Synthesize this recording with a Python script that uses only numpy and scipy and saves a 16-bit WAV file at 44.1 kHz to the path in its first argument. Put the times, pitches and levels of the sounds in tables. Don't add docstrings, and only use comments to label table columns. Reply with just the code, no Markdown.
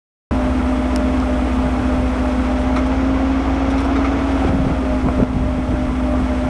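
import sys
import numpy as np
from scipy import signal
from scipy.fft import rfft, irfft, next_fast_len
from scipy.io import wavfile

SR = 44100
rng = np.random.default_rng(int(sys.argv[2]) if len(sys.argv) > 2 else 0)


def to_wav(sig):
    pcm = np.clip(np.atleast_2d(sig), -1, 1) * 32767
    pcm = np.round(pcm).astype(np.int16)
    wavfile.write(sys.argv[1], SR, pcm.T)


def ratio_of_db(decibels):
    return 10 ** (np.asarray(decibels, float) / 20)


N = 286209


def rms_one(x):
    return x / np.sqrt(np.mean(x ** 2) + 1e-20)


def in_time(rows):
    s, *columns = np.transpose(rows)
    return [np.interp(np.arange(N) / SR, s, c) for c in columns]


def drift(rate):
    r = np.exp(-80 * np.pi * rate / SR)
    noise = rng.standard_normal(N // 40 + 2002)
    slow = signal.lfilter([1], [1, -2 * r, r * r], noise)[2000:]
    return np.interp(np.arange(N) / 40, np.arange(len(slow)), rms_one(slow))


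def resonate(x, hz, width_hz):
    r = np.exp(-np.pi * width_hz / SR)
    feedback = [1, -2 * r * np.cos(2 * np.pi * hz / SR), r * r]
    return signal.lfilter([(1 - r * r) / 2, 0, (r * r - 1) / 2], feedback, x)


def narrow(rings):
    white = rng.standard_normal(N)
    out = np.zeros(N)
    for hz, width, db in rings:
        out += ratio_of_db(db) * rms_one(resonate(resonate(white, hz, width), hz, width))
    return out


def shape(points, size):
    hz, db = np.transpose(points)
    grid_hz = np.arange(size // 2 + 1) * SR / size + 1e-3
    return ratio_of_db(np.interp(np.log(grid_hz), np.log(hz), db, left=-90, right=-120))


def coloured(spectrum, low_hz, high_hz):
    size = next_fast_len(N)
    spec = shape(spectrum, size) * rfft(rng.standard_normal(size))
    inside = slice(round(low_hz * size / SR), round(high_hz * size / SR))
    return irfft(spec, size)[:N] * size / np.sqrt(2 * np.sum(np.abs(spec[inside]) ** 2))


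def line(hz, level_db, waver_db, rate=5.8, slip=0.21):
    turns = np.cumsum(hz * np.ones(N)) / SR + rng.random()
    phase = 2 * np.pi * turns + slip * waver_db * drift(rate)
    strength = rms_one(ratio_of_db(waver_db * drift(rate)))
    return np.sqrt(2) * ratio_of_db(level_db) * strength * np.sin(phase)


def drive():
    # (time [s], gear mesh [Hz], mesh [dB rms], octave [dB rms], pump whine [dB rms])
    drive_curve = [(.4, 254.6, -21, -46, -30.5), (1.1, 255.5, -20, -52, -27),
                   (1.3, 254.2, -20.5, -40, -29.5), (2.2, 254.5, -20.5, -36.5, -32.5),
                   (2.6, 254.4, -21.5, -38, -31), (2.8, 258.6, -19, -39, -24.5),
                   (3.0, 263.4, -19.5, -34, -30), (3.4, 267.3, -19.5, -36.5, -40),
                   (3.75, 269.3, -20, -35.5, -37), (3.9, 271.5, -17.5, -46.5, -41),
                   (4.2, 274.5, -21.5, -40, -33), (4.5, 267, -21, -35, -33.5),
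                   (4.9, 258.8, -20.5, -34, -28), (5.1, 255, -21, -49, -29.5), (5.6, 255, -21.5, -48, -30),
                   (6.45, 254.3, -22, -45.5, -27)]
    # (multiple of mesh, level [dB rms], waver [dB])
    shaft_lines = [(0.2939, -28, 1.5), (.421, -40, -5), (.59, -45.5, 1.5), (.874, -34, 4.5),
                   (1.181, -33.5, 2.5), (1.28, -41.5, 6.5)]
    # (time [s], share lost)
    falters = [(.59, .85), (1.21, .6), (1.58, .8), (2.19, .8), (2.86, .7), (3.2, .6), (5.02, .7),
               (5.34, .7), (5.94, .9), (6.22, .8), (6.37, .6)]
    falter_s = .045
    mesh_hz, mesh_db, octave_db, whine_db = in_time(drive_curve)
    out = line(mesh_hz, mesh_db, 0.88, rate=12.0, slip=0.084)
    out += line(2 * mesh_hz, octave_db, 2.0, slip=0.11)
    for multiple, db, waver_db in shaft_lines:
        out += line(multiple * mesh_hz, db, waver_db, slip=0.15)
    shaft_turns = np.cumsum(.01289 * mesh_hz) / SR
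    throb = 1 - .35 * np.cos(2 * np.pi * (shaft_turns - .9))
    for s, lost in falters:
        throb = throb * (1 - lost * np.exp(-((np.arange(N) / SR - s) / falter_s) ** 2))
    return out + throb * line(2.374 * mesh_hz, whine_db, 1.7, rate=14.0, slip=0.2)


def diesel():
    # (frequency [Hz], level [dB rms], waver [dB])
    diesel_lines = [(60.0, -22.5, .8), (201, -37, 4), (842, -45, 6), (1003, -45, 6), (1090, -48, 6),
                    (1154, -47, 5), (1207, -47, 6)]
    return sum(line(hz, db, waver_db) for hz, db, waver_db in diesel_lines)


def roar():
    # (time [s], level above the mean [dB])
    roar_curve = [(.4, 0.55), (2.6, 1.03), (3.4, 1.16), (3.95, 2.5), (4.4, 2.5), (4.6, 1), (5.06, -0.5),
                  (5.6, -1.4), (6.0, -1.5), (6.45, -0.4)]
    # (time [s], level above the mean [dB])
    whistle_curve = [(.3, 1.5), (2.4, 1.5), (2.8, -5), (4.1, -8), (4.4, 0), (6.49, 1.5)]
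    # (frequency [Hz], level [dB per Hz])
    body_colour = [(20, -6.5), (50, -6), (100, -11.5), (170, -17.5), (260, 4.5), (350, -7), (480, -4.5),
                   (540, -9.5), (640, -3.5), (780, -4), (950, -9), (1400, -10), (1750, -21.5), (3000, -32)]
    # (frequency [Hz], level [dB per Hz])
    hiss_colour = [(1000, -34.5), (1600, -2.5), (1750, -3.5), (2100, -2), (2890, -8), (3340, -9),
                   (3790, -13.5), (4650, -17), (5350, -16.5), (6500, -20), (8500, -36.5)]
    # (frequency [Hz], level [dB per Hz])
    air_colour = [(5000, -17), (6800, -4), (7800, -1), (9400, -3.5), (14000, -2.5)]
    # (frequency [Hz], width [Hz], level [dB rms])
    casing_rings = [(1310, 60, -46), (2010, 40, -53), (2206, 40, -51), (2488, 30, -54), (2610, 50, -55),
                    (3310, 50, -57), (3450, 60, -61)]
    # (frequency [Hz], width [Hz], level [dB rms])
    fan_whistles = [(8049, 70, -68), (8225, 70, -66), (8380, 70, -68), (9370, 100, -73), (10200, 120, -71),
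                    (11810, 200, -72)]
    hiss_follows = 0.87
    (roar_db,), (whistle_db,) = in_time(roar_curve), in_time(whistle_curve)
    body = ratio_of_db(-29.5 + roar_db + 0.9 * drift(32.0)) * coloured(body_colour, 650, 2500)
    hiss_db = -44.5 + hiss_follows * roar_db
    hiss = ratio_of_db(hiss_db + 0.77 * drift(40.0)) * coloured(hiss_colour, 2880, 6500)
    air_db = -55.5 + .7 * roar_db + 0.49 * whistle_db
    air = ratio_of_db(air_db + 0.44 * drift(40.0)) * coloured(air_colour, 7100, 10800)
    rings = ratio_of_db(hiss_follows * roar_db) * narrow(casing_rings)
    return body + hiss + air + rings + ratio_of_db(whistle_db) * narrow(fan_whistles)


def wind():
    # (centre [s], half length [s], peak [dB])
    gust_events = [(0.326, 0.045, -22), (.47, .025, -29.5), (1.657, .025, -26.5), (1.848, .03, -28),
                   (2.002, .045, -22), (3.455, 0.041, -38.5), (4.53, .05, -18), (4.682, .06, -19),
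                   (4.937, .015, -25.5), (5.069, 0.038, -17.5), (5.189, 0.022, -21), (5.228, 0.015, -12),
                   (5.345, 0.027, -25), (5.42, 0.06, -23), (5.563, 0.079, -28), (5.73, .04, -22),
                   (5.86, .06, -23.5), (6.028, .03, -31), (6.194, 0.029, -22), (6.45, .02, -32.5)]
    # (centre [s], peak [dB], pitch [Hz])
    puffs = [(4.451, -5.5, 318), (4.492, -8.5, 152), (4.552, -8.5, 200.5), (4.603, -7.5, 150),
             (4.667, -7.5, 202), (4.719, -12, 130), (5.066, -9, 180), (5.087, -6.5, 700), (5.202, -6, 420),
             (5.229, -0.5, 198), (5.233, -9.5, 400), (5.41, -15, 200.3), (5.741, -10, 253),
             (6.457, -17.5, 130), (5.347, -11.5, 140)]
    t = np.arange(N) / SR
    strength = ratio_of_db(-35 + 2 * drift(10.0))
    for s, half, db in gust_events:
        strength += ratio_of_db(db) * np.exp(-((t - s) / half) ** 2)
    rumble = coloured([(20, -2.5), (80, 1), (180, -2.5), (400, -13), (1000, -24)], 97, 190)
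    out = strength * ratio_of_db(-3.5 + 2.6 * drift(33.0)) * rumble
    for s, db, hz in puffs:
        cycles = np.arange(-round(2 * SR / hz), round(2 * SR / hz)) * hz / SR
        swing = -np.sin(2 * np.pi * cycles) * np.exp(-2.5 * cycles ** 2)
        out[round((s - 2 / hz) * SR):][:len(swing)] += ratio_of_db(db) * swing
    return out


def knocks():
    # (time [s], peak [dB], frequency [Hz], fall by 60 dB [s])
    blows = [
        (.92, -20.5, 427, 0.11),
        (2.775, -17, 319, .08),
        (3.96, -16, 428, 0.14),
        (4.42, -18.5, 762, 0.17),
        (4.82, -19, 394, .2),
    ]
    out = np.zeros(N)
    for s, db, hz, t60 in blows:
        t = np.arange(round(t60 * SR)) / SR
        soft_start = np.clip(t / 0.0046, 0, 1)
        out[round(s * SR):][:len(t)] += ratio_of_db(db - 60 * t / t60) * soft_start * np.sin(2 * np.pi * hz * t)
    return out


def ticks():
    # (time [s], peak [dB], loss away from the main tone [dB per octave])
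    strikes = [
        (.9612, -11.5, 0),
        (1.2017, -24, 25),
    ]
    # (frequency [Hz], level [dB], fall by 60 dB [s])
    steel_modes = [(3000, -7, .005), (5400, 0, .0035), (7100, 1, .0014), (9300, 1, .0014),
                   (12300, 1, .0014)]
    main_hz = steel_modes[1][0]
    out = np.zeros(N)
    for hz, mode_db, t60 in steel_modes:
        clicks = np.full(N, 1e-18)
        for s, db, loss_db in strikes:
            clicks[round(s * SR)] = ratio_of_db(db + mode_db - loss_db * abs(np.log2(hz / main_hz)))
        r, w = ratio_of_db(-60 / (t60 * SR)), 2 * np.pi * hz / SR
        out += signal.lfilter([0, np.sin(w)], [1, -2 * r * np.cos(w), r * r], clicks)
    return out


def scuffs():
    # (time [s], length [s], knock [dB rms], rasp [dB rms],
    # tilt from rasp to scratch and again to sizzle [dB])
    strokes = [(2.59, .045, -60, -55, 2.5), (2.76, .033, -25, -37, -5.5), (2.862, .018, -50, -45, -1.5),
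               (3.138, .02, -38, -50, -6), (3.70, .025, -45, -43, -1.5), (3.735, .012, -38, -46, -8),
               (3.778, .022, -37, -40, -5), (3.80, .025, -45, -45, -.3), (3.845, .022, -50, -46, -.3),
               (3.955, .028, -28, -40, -12), (4.045, .028, -27, -42, -8), (4.186, .02, -36, -50, -7),
               (4.30, .04, -60, -58, 2.5), (4.47, .04, -33, -50, -5), (5.085, .006, -24, -48, -10),
               (5.231, .006, -26, -43, -8)]
    # (frequency [Hz], width [Hz], level [dB])
    groups = [
        [(1260, 250, 0), (2170, 350, -3)],
        [(3600, 1800, 0)],
        [(5300, 1800, 1.5)],
        [(7300, 4500, 0), (12000, 3000, -8)],
    ]
    grit = rng.standard_normal(N) * ratio_of_db(0.94 * rng.exponential(1, N))
    rung = []
    for group in groups:
        band = np.zeros(N)
        for hz, width, db in group:
            band += ratio_of_db(db) * rms_one(resonate(resonate(grit, hz, width), hz, width))
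        rung.append(band)
    out = np.zeros(N)
    for s, length, knock_db, rasp_db, tilt_db in strokes:
        levels_db = knock_db, rasp_db, rasp_db + tilt_db, rasp_db + 2 * tilt_db - 2
        t = np.arange(round(2 * length * SR)) / SR
        stroke = 1.35 * np.clip(t / .002, 0, 1) * np.exp(-(t / length) ** 3)
        part = slice(round(s * SR), round(s * SR) + len(t))
        out[part] += stroke * sum(ratio_of_db(db) * rms_one(band[part]) for db, band in zip(levels_db, rung))
    return out


def scene():
    return (drive() + diesel() + roar() + wind() + knocks() + ticks() + scuffs())[None]


def roll_off(x):
    return signal.sosfilt(signal.butter(12, 13810, fs=SR, output="sos"), x)


def record(dry):
    # (time [s], level [dB], recovery [s])
    ducks = [
        (4.494, -2, 0.5),
        (5.236, -3.5, 0.38),
    ]
    # (frequency [Hz], level [dB])
    port = [(20, 0.5), (10100, -0.5), (10500, -8.5), (11050, -16.5), (11800, -10.5), (12600, -16.5),
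            (13000, -23), (13500, -31), (14000, -46.5)]
    t = np.arange(N) / SR
    duck_db = np.zeros(N)
    for s, db, recover in ducks:
        duck_db += db * np.clip((t - s) / 0.005, 0, 1) * np.exp(-np.abs(t - s) / recover)
    rounded = 0.69 * np.tanh(dry * ratio_of_db(duck_db) / .7)
    size = next_fast_len(N)
    heard = irfft(rfft(rounded, size) * shape(port, size), size)[:, :N]
    start_s = .3095
    return roll_off(heard * np.clip((t - start_s) / 0.0011, 0, 1))


dry = scene()
out = record(dry)
to_wav(out)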